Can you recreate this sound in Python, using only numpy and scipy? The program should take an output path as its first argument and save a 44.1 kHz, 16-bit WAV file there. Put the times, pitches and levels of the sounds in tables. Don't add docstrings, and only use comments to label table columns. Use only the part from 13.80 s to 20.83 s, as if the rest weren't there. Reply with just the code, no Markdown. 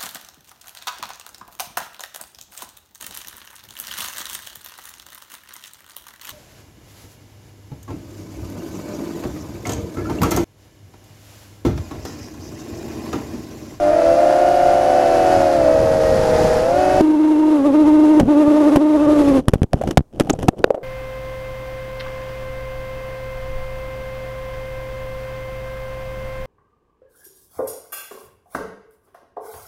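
import sys
import numpy as np
from scipy import signal
from scipy.fft import rfft, irfft, next_fast_len
from scipy.io import wavfile

SR = 44100
rng = np.random.default_rng(int(sys.argv[2]) if len(sys.argv) > 2 else 0)


def bounce(signal):
    frames = np.transpose(np.atleast_2d(signal))
    limited = np.clip(frames, -1, 1)
    pcm = np.round(limited * 32767).astype(np.int16)
    wavfile.write(sys.argv[1], SR, pcm)


N = 310047

# (frequency [Hz], density [dB per Hz])
STILL_AIR_SPECTRUM = [(25, 3.5), (150, -4), (700, -10.5), (1300, -27), (3000, -36.5), (8000, -34.5),
                      (15000, -41.5)]
WIND_SPECTRUM = [(20, -4.5), (45, 0.5), (85, 1.5), (160, 0), (260, -6), (500, -1.5), (1200, -53.5)]
BLADE_HISS_SPECTRUM = [(200, -2.5), (400, 2), (800, 10.5), (1100, -6), (1600, -4), (2300, -12.5),
                       (3800, -16), (4900, -13.5), (6800, -18), (8200, -24), (11000, -23), (13500, -37.5),
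                       (14800, -29), (15600, -52.5)]
CHIPPED_HISS_SPECTRUM = [(150, -3.5), (300, 20), (600, 7.5), (1100, 2), (1700, -6.5), (2700, -10.5),
                         (3600, -12.5), (4500, -16.5), (6500, -18), (8500, -22), (11000, -20.5),
                         (13000, -31.5), (15000, -37), (15800, -56)]
GRIT_SPECTRUM = [(100, 9), (350, 9.5), (750, 13), (1000, -4), (1400, -2), (2200, -12.5), (3000, -4),
                 (4200, -17), (5800, -11), (7100, -16.5), (8500, -17), (11500, -18), (16000, -38.5)]
SLIDE_SPECTRUM = [(40, 10.5), (130, 12.5), (300, 12), (650, 1), (1100, -28), (2000, -33.5), (4000, -34),
                  (7000, -41), (11000, -45), (15000, -49)]
ROCKING_SPECTRUM = [(100, -35), (350, 4.5), (520, 11), (700, 0.5), (1000, -13.5), (2500, -38), (8000, -59),
                    (15000, -52)]

# (time [s], blade hiss [dB], buffeting [dB])
CLEAN_AIR = [(0, -40, -25), (.35, -38, -31), (1.15, -36.5, -31), (1.55, -34.5, -23), (1.85, -38, -25),
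             (2.3, -36, -15), (2.66, -32.5, -15), (2.9, -38, -24.5), (3.2, -35, -22)]

# (time [s], level [dB])
SQUEAKS = [(4.3983, -34), (6.5043, -15.5), (6.5339, -25.5)]
SQUEAK_HZ, SQUEAK_WAVER = 6650, 0.11
SQUEAK_ATTACK_S, SQUEAK_RELEASE_S = 0.0014, 0.001

# (start time [s], length [s], level [dB])
SLIDES = [(4.401, .065, -24.5), (5.586, 0.011, -28), (5.676, 0.13, -35.5), (5.949, 0.011, -22),
          (6.035, 0.064, -21.5), (6.347, .06, -32), (6.384, 0.166, -28), (6.602, 0.034, -23),
          (6.774, 0.051, -31)]
SLIDE_ATTACK_S, SLIDE_RELEASE_S = 0.013, 0.038
ROCK_S, ROCK_DB, ROCK_RISE_S, ROCK_FALL_S = 6.955, -24, 0.11, 0.058

# (frequency [Hz], level [dB], undamped-by-contact decay t60 [s])
FRAME_MODES = [(253, 3, 0.021), (332.5, 1, 0.022), (417.4, -2.5, 0.031), (556, 4, 0.029), (677, 3.5, 0.027),
               (774, 4.5, 0.036), (1350, -15.5, 0.017), (2050, -25, 0.0081), (2870, -23.5, 0.0084)]
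# (time [s], thump level [dB])
MOUNT_BUMPS = [(4.678, -16), (5.757, -8), (5.819, -1.5), (5.841, -8.5), (5.942, -3), (6.088, -13),
               (6.192, -7), (6.207, -11)]
BUMP_RING_DB, BUMP_HZ = -12.5, 220
# (time [s], frame ring [dB], frequency favoured by the point of contact [Hz],
# thump [dB], grit [dB], grit decay t60 [s])
GROUND_BLOWS = [(3.208, 2.5, 326, -18, -19, 0.03), (4.398, -5, 500, -25, -14, 0.036),
                (4.410, -1.5, 238, -25, -26, 0.019), (4.431, -5, 251, -30, -42, .02),
                (4.958, -22, 496.3, -9.5, -10.5, 0.042), (4.970, 1, 325.7, -16, -27, .012),
                (5.6824, -1, 260.4, -0.5, -1, 0.014), (5.691, -14, 300, -16, -15, 0.011),
                (5.7353, -5.5, 450, -0.5, -10, 0.031), (5.8316, -14, 394, -8, -5, 0.005),
                (5.9323, -5, 603, -37, -9.5, 0.0095), (6.013, -11, 565, -31, -25, .028),
                (6.036, -12.5, 680, -18, -32, 0.045), (6.073, -13, 300, -15, -20, 0.031),
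                (6.108, -13, 328, -25, -18, 0.038), (6.1724, -12, 645, -1.5, 3, 0.017),
                (6.178, 15.5, 201, 0.5, 5, 0.0062), (6.398, -6.5, 546, -14, -6.5, .022),
                (6.406, -6.5, 316, -8, -25, 0.048), (6.473, -23, 755, -36, -36, .024),
                (6.496, -16, 736, -28, -7, 0.026), (6.506, -6, 322, -14, -23, 0.021),
                (6.535, -15.5, 634, -12, -22.5, 0.014), (6.588, -20, 426, -22, -26, .03),
                (6.628, -20, 333, -21, -17.5, 0.021), (6.683, -21, 700, -26, 1.5, .016),
                (6.687, 7.5, 292.8, -8.5, 7, 0.0053), (6.842, 15, 392.4, -13, -7.5, 0.0088),
                (6.905, -1.5, 472, -36, -31, 0.028), (6.946, -11.5, 550, -46, -37, 0.04)]

# (frequency [Hz], width [Hz], lift [dB])
FRAME_LIFTS = [(1428, 140, 7), (1885, 52, 5.5), (2623, 78, 9), (2960, 180, 7)]
# (multiple of the shaft rate, level [dB])
PROP_ORDERS = [(2, 1), (3, -28), (4, -24.5), (5, -31), (6, -31), (7, -34), (8, -35)]
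# (time [s], blade-pass rate of each of the four propellers [Hz])
BLADE_PASS_RATES = [(0, 580.2, 702.4, 603, 435.2), (.13, 619.5, 687.2, 589.8, 462),
                    (0.279, 665, 667, 584, 518), (0.478, 716.7, 680.6, 608, 535),
                    (.8, 725.4, 695, 592, 542), (1.05, 740.6, 684, 593, 524), (1.35, 744, 672.3, 580, 504),
                    (1.561, 727, 648.4, 562, 460), (1.74, 696, 607.8, 542, 439.3),
                    (1.86, 642, 583.4, 522, 420), (2.04, 638, 546.6, 476, 397),
                    (2.319, 628, 536.4, 472, 381), (2.56, 627, 499.6, 470, 362.3),
                    (2.81, 629, 510.2, 476, 360), (2.99, 733.4, 608.6, 568, 417),
                    (3.21, 742, 635, 578, 442)]
# (tone at full thrust [dB], blade-pass rate below which it unloads [Hz])
PROP_LOADS = [(-19.5, 580), (-20.5, 370), (-20.5, 477), (-20, 519)]
THRUST_ORDER = 15
INFLOW_DB, INFLOW_PER_S = 1.28, 4.7
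# (time [s], level relative to the blade tone, before the speed law [dB])
SHAFT_HUM = [(0, -9), (1.0, -12.5), (1.5, -6), (1.85, -7.5), (2.1, -13), (2.85, -12.5), (3.0, -4.5)]

CHIP_S, CUT_S = 3.213, 5.602
CRUISE_HZ = 300
# (time [s], shake [dB], blade tone [dB], hiss [dB], buffeting [dB])
CHIPPED_LEVELS = [(3.22, -14, -38, -44, -37), (3.68, -13, -32, -44.5, -43), (3.86, -11.5, -19.5, -39, -36),
                  (4.05, -10.5, -28, -43, -30.5), (4.35, -10.5, -26, -41.5, -42),
                  (4.58, -11, -21.5, -41.5, -63), (4.9, -11, -21, -36.5, -40), (5.05, -13.5, -26, -45, -40),
                  (5.3, -12.5, -19.5, -39, -21.5), (5.45, -12, -24, -36, -27),
                  (5.59, -7.5, -16, -32.5, -21)]
# (multiple of the shaft rate, level [dB])
SHAKE_ORDERS = [(3, -19.5), (5, -39), (7, -41.5), (9, -44), (11, -55), (13, -49)]
# (multiple of the shaft rate, level [dB])
BLADE_ORDERS = [(2, 1), (4, -13), (6, -27.5), (8, -39), (10, -44.5), (12, -36.5)]
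# (time [s], shaft rate [Hz])
THROTTLE = [(3.21, 309), (3.7, 307.9), (4.0, 304.2), (4.35, 305.6), (4.6, 301.8), (5.1, 304.2), (5.4, 300),
            (5.6, 257)]
# (middle time [s], depth [Hz], length [s])
SPEED_DIPS = [(3.367, 14.6, 0.067), (3.556, 15, 0.038), (3.812, 35, 0.17), (3.912, 40.3, 0.096),
              (4.048, 12.2, .05), (4.448, 98, 0.11), (4.546, 22, 0.054), (4.654, 15.3, .07),
              (4.732, 14, 0.043), (4.841, 19.6, 0.058), (4.908, 33.5, 0.0484), (4.985, 36, 0.067),
              (5.19, 22, 0.061), (5.269, 14, .04), (5.376, 14.3, 0.046), (5.435, 19.2, 0.047)]
HUNT_SHARE, HUNT_PER_S, HUNT_SCATTER = 0.019, 21, 0.35
DIP_BUFFET_DB_PER_HZ = 0.154

TOP_HZ = 15800


def undb(db):
    return 10 ** (np.asarray(db) / 20)


def unit(x):
    return x / np.sqrt(np.mean(x ** 2))


def clock():
    return np.arange(N) / SR


def curves(rows):
    times, *columns = np.transpose(rows)
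    return [np.interp(clock(), times, column) for column in columns]


def after(middle, fade):
    return np.clip((clock() - middle) / fade + 0.5, 0, 1)


def swell(start, length, attack, release):
    time = clock()
    before = np.minimum(time - start, 0)
    beyond = np.maximum(time - start - length, 0)
    return np.exp(before / attack - beyond / release)


def walk(rate):
    count = N // 10
    hz = np.arange(count // 2 + 1) * SR / N
    spectrum = rfft(rng.standard_normal(count)) / (1 + (hz / rate) ** 4)
    return unit(irfft(spectrum, next_fast_len(N))[:N])


def noise(points):
    hz, db = np.transpose(points)
    bins = np.maximum(np.arange(N // 2 + 1) * SR / N, 1)
    gain = undb(np.interp(np.log(bins), np.log(hz), db))
    return unit(irfft(rfft(rng.standard_normal(N)) * gain, N))


def turning(hz):
    return 2 * np.pi * np.cumsum(hz) / SR + rng.uniform(0, 2 * np.pi)


def still_air():
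    return undb(-55.5) * noise(STILL_AIR_SPECTRUM)


def wind():
    return undb(-6.5 + 2.3 * walk(6.8)) * noise(WIND_SPECTRUM)


def squeaks():
    contact = sum(undb(db) * swell(s, 0, SQUEAK_ATTACK_S, SQUEAK_RELEASE_S) for s, db in SQUEAKS)
    pitch_hz = SQUEAK_HZ * (1 + SQUEAK_WAVER * walk(700))
    return contact * np.sqrt(2) * np.sin(turning(pitch_hz))


def skid():
    scrape = noise(SLIDE_SPECTRUM) * unit(undb(3.1 * walk(43) + 0.87 * walk(900)))
    grains = noise(GRIT_SPECTRUM) * unit(undb(8 * np.minimum(walk(260), 2.5)))
    rocking = noise(ROCKING_SPECTRUM) * unit(undb(5.3 * walk(55)))
    slides = [undb(db) * swell(s, length, SLIDE_ATTACK_S, SLIDE_RELEASE_S) for s, length, db in SLIDES]
    contact = np.max(slides, axis=0)
    settling = undb(ROCK_DB) * swell(ROCK_S, 0, ROCK_RISE_S, ROCK_FALL_S)
    return contact * (scrape + undb(-15.0) * grains) + settling * rocking


def strike_clock():
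    return np.arange(SR // 8) / SR


def frame_ring(favoured_hz, damping):
    t = strike_clock()
    ring = 0
    for index, (hz, db, t60) in enumerate(FRAME_MODES):
        octaves_off = np.log2(hz / favoured_hz)
        sign = (-1) ** index
        share = sign * undb(db) / (1 + (octaves_off / 0.26) ** 2)
        decay = np.exp(-np.log(1000) * damping * t / t60)
        ring = ring + share * np.sin(2 * np.pi * hz * t) * decay
    return ring / abs(ring).max()


def case_thump():
    t = strike_clock()
    dent = np.sin(2 * np.pi * 125 * t) * np.exp(-t / 0.002)
    thump = signal.sosfilt(signal.butter(1, 30, "high", fs=SR, output="sos"), dent)
    return thump / thump.max()


def mount_bumps():
    out = np.zeros(N + SR)
    bump = case_thump() + undb(BUMP_RING_DB) * frame_ring(BUMP_HZ, damping=0.91)
    for s, db in MOUNT_BUMPS:
        i = int(s * SR)
        out[i:i + len(bump)] += undb(db) * bump
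    return out[:N]


def ground_blows():
    out, t = np.zeros(N + SR), strike_clock()
    grit = noise(GRIT_SPECTRUM) * unit(undb(5.7 * walk(1200)))
    thump = case_thump()
    for s, ring_db, favoured_hz, thump_db, grit_db, grit_t60 in GROUND_BLOWS:
        i = int(s * SR)
        choke = 1 + 0.5 * undb(ring_db) ** 1.24
        ring = undb(ring_db) * frame_ring(favoured_hz, choke)
        grit_envelope = np.exp(-np.log(1000) * t / grit_t60) * (1 - np.exp(-t / 0.00073))
        crunch = np.take(grit, i + np.arange(len(t)), mode="wrap") * grit_envelope
        out[i:i + len(t)] += ring + undb(thump_db) * thump + undb(grit_db + 4.5) * crunch
    return out[:N]


def overtones(angle, shaft_hz, orders, flicker_db):
    out, speeds = 0, np.arange(100, 500)
    for k, db in orders:
        lift_db = sum(peak_db / (1 + (2 * (k * speeds - hz) / width) ** 2)
                      for hz, width, peak_db in FRAME_LIFTS)
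        gain = undb(db + np.interp(shaft_hz, speeds, lift_db) + flicker_db * walk(36))
        out = out + np.sqrt(2) * gain * np.sin(k * angle + rng.uniform(0, 2 * np.pi))
    return out


def propellers(hiss_db):
    tone, puffs = 0, 0
    imbalance = undb(curves(SHAFT_HUM)[0])
    even = [(k, db) for k, db in PROP_ORDERS if k % 2 == 0]
    odd = [(k, db) for k, db in PROP_ORDERS if k % 2 == 1]
    for blade_hz, (db, unloaded_hz) in zip(curves(BLADE_PASS_RATES), PROP_LOADS):
        shaft_hz = blade_hz / 2
        wander = 0.003 * walk(18) + 0.004 * walk(120)
        angle = turning(shaft_hz * (1 + wander))
        unloading = np.sqrt(1 + (unloaded_hz / blade_hz) ** (2 * THRUST_ORDER))
        thrust = undb(db + INFLOW_DB * walk(INFLOW_PER_S)) / unloading
        sway = np.sqrt(2) * np.sin(angle) + undb(9.5) * overtones(angle, shaft_hz, odd, flicker_db=1.0)
        hum = imbalance * (blade_hz / 700) ** 2 * sway
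        tone = tone + thrust * (hum + overtones(angle, shaft_hz, even, flicker_db=1.04))
        puffs = puffs + np.cos(2 * angle)
    hiss = noise(BLADE_HISS_SPECTRUM) * unit(undb(1.5 * puffs + 0.5 * walk(23)))
    return tone + undb(hiss_db + 12.0) * hiss


def slowing():
    dips = 0
    for middle, depth_hz, length in SPEED_DIPS:
        position = np.clip((clock() - middle) / length, -0.5, 0.5)
        dips = dips + depth_hz * np.cos(np.pi * position) ** 2
    return dips


def chipped_propeller(shake_db, blade_db, hiss_db, slowing_hz):
    hunting = np.sin(turning(HUNT_PER_S * (1 + HUNT_SCATTER * walk(9))))
    shaft_hz = (curves(THROTTLE)[0] - slowing_hz) * (1 + HUNT_SHARE * hunting)
    speed = shaft_hz / CRUISE_HZ
    angle = turning(shaft_hz * (1 + 0.00422 * walk(203)))
    hum = np.sqrt(2) * undb(0.5 * walk(42)) * np.sin(angle)
    sway = hum + overtones(angle, shaft_hz, SHAKE_ORDERS, flicker_db=2.5)
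    shake = undb(shake_db) * speed ** 4.8 * sway
    blades = undb(blade_db) * speed ** 3 * overtones(angle, shaft_hz, BLADE_ORDERS, flicker_db=2.0)
    puffing_hiss = noise(CHIPPED_HISS_SPECTRUM) * unit(undb(2.3 * np.cos(angle) + 1.23 * walk(20)))
    hiss = undb(hiss_db + 15.5) * speed ** 3.9 * puffing_hiss
    return shake + blades + hiss


def scene():
    air_hiss_db, buffet_db = curves(CLEAN_AIR)
    shake_db, blade_db, chipped_hiss_db, wash_db = curves(CHIPPED_LEVELS)
    chipped, cut = after(CHIP_S, 0.0022), after(CUT_S, 0.022)
    gusts, slowing_hz = wind(), slowing()
    clean = propellers(air_hiss_db) + undb(buffet_db) * gusts
    wash = undb(wash_db + DIP_BUFFET_DB_PER_HZ * slowing_hz) * gusts
    shaking = chipped_propeller(shake_db, blade_db, chipped_hiss_db, slowing_hz) + wash
    flight = (1 - chipped) * clean + chipped * shaking
    crash = skid() + squeaks() + ground_blows() + mount_bumps()
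    return ((1 - cut) * flight + crash + still_air())[None]


def record(dry):
    overloaded = np.clip(dry, -1, 1)
    low_pass = signal.ellip(8, 0.2, 70, TOP_HZ, fs=SR, output="sos")
    return signal.sosfilt(low_pass, overloaded)


dry = scene()
out = record(dry)
bounce(out)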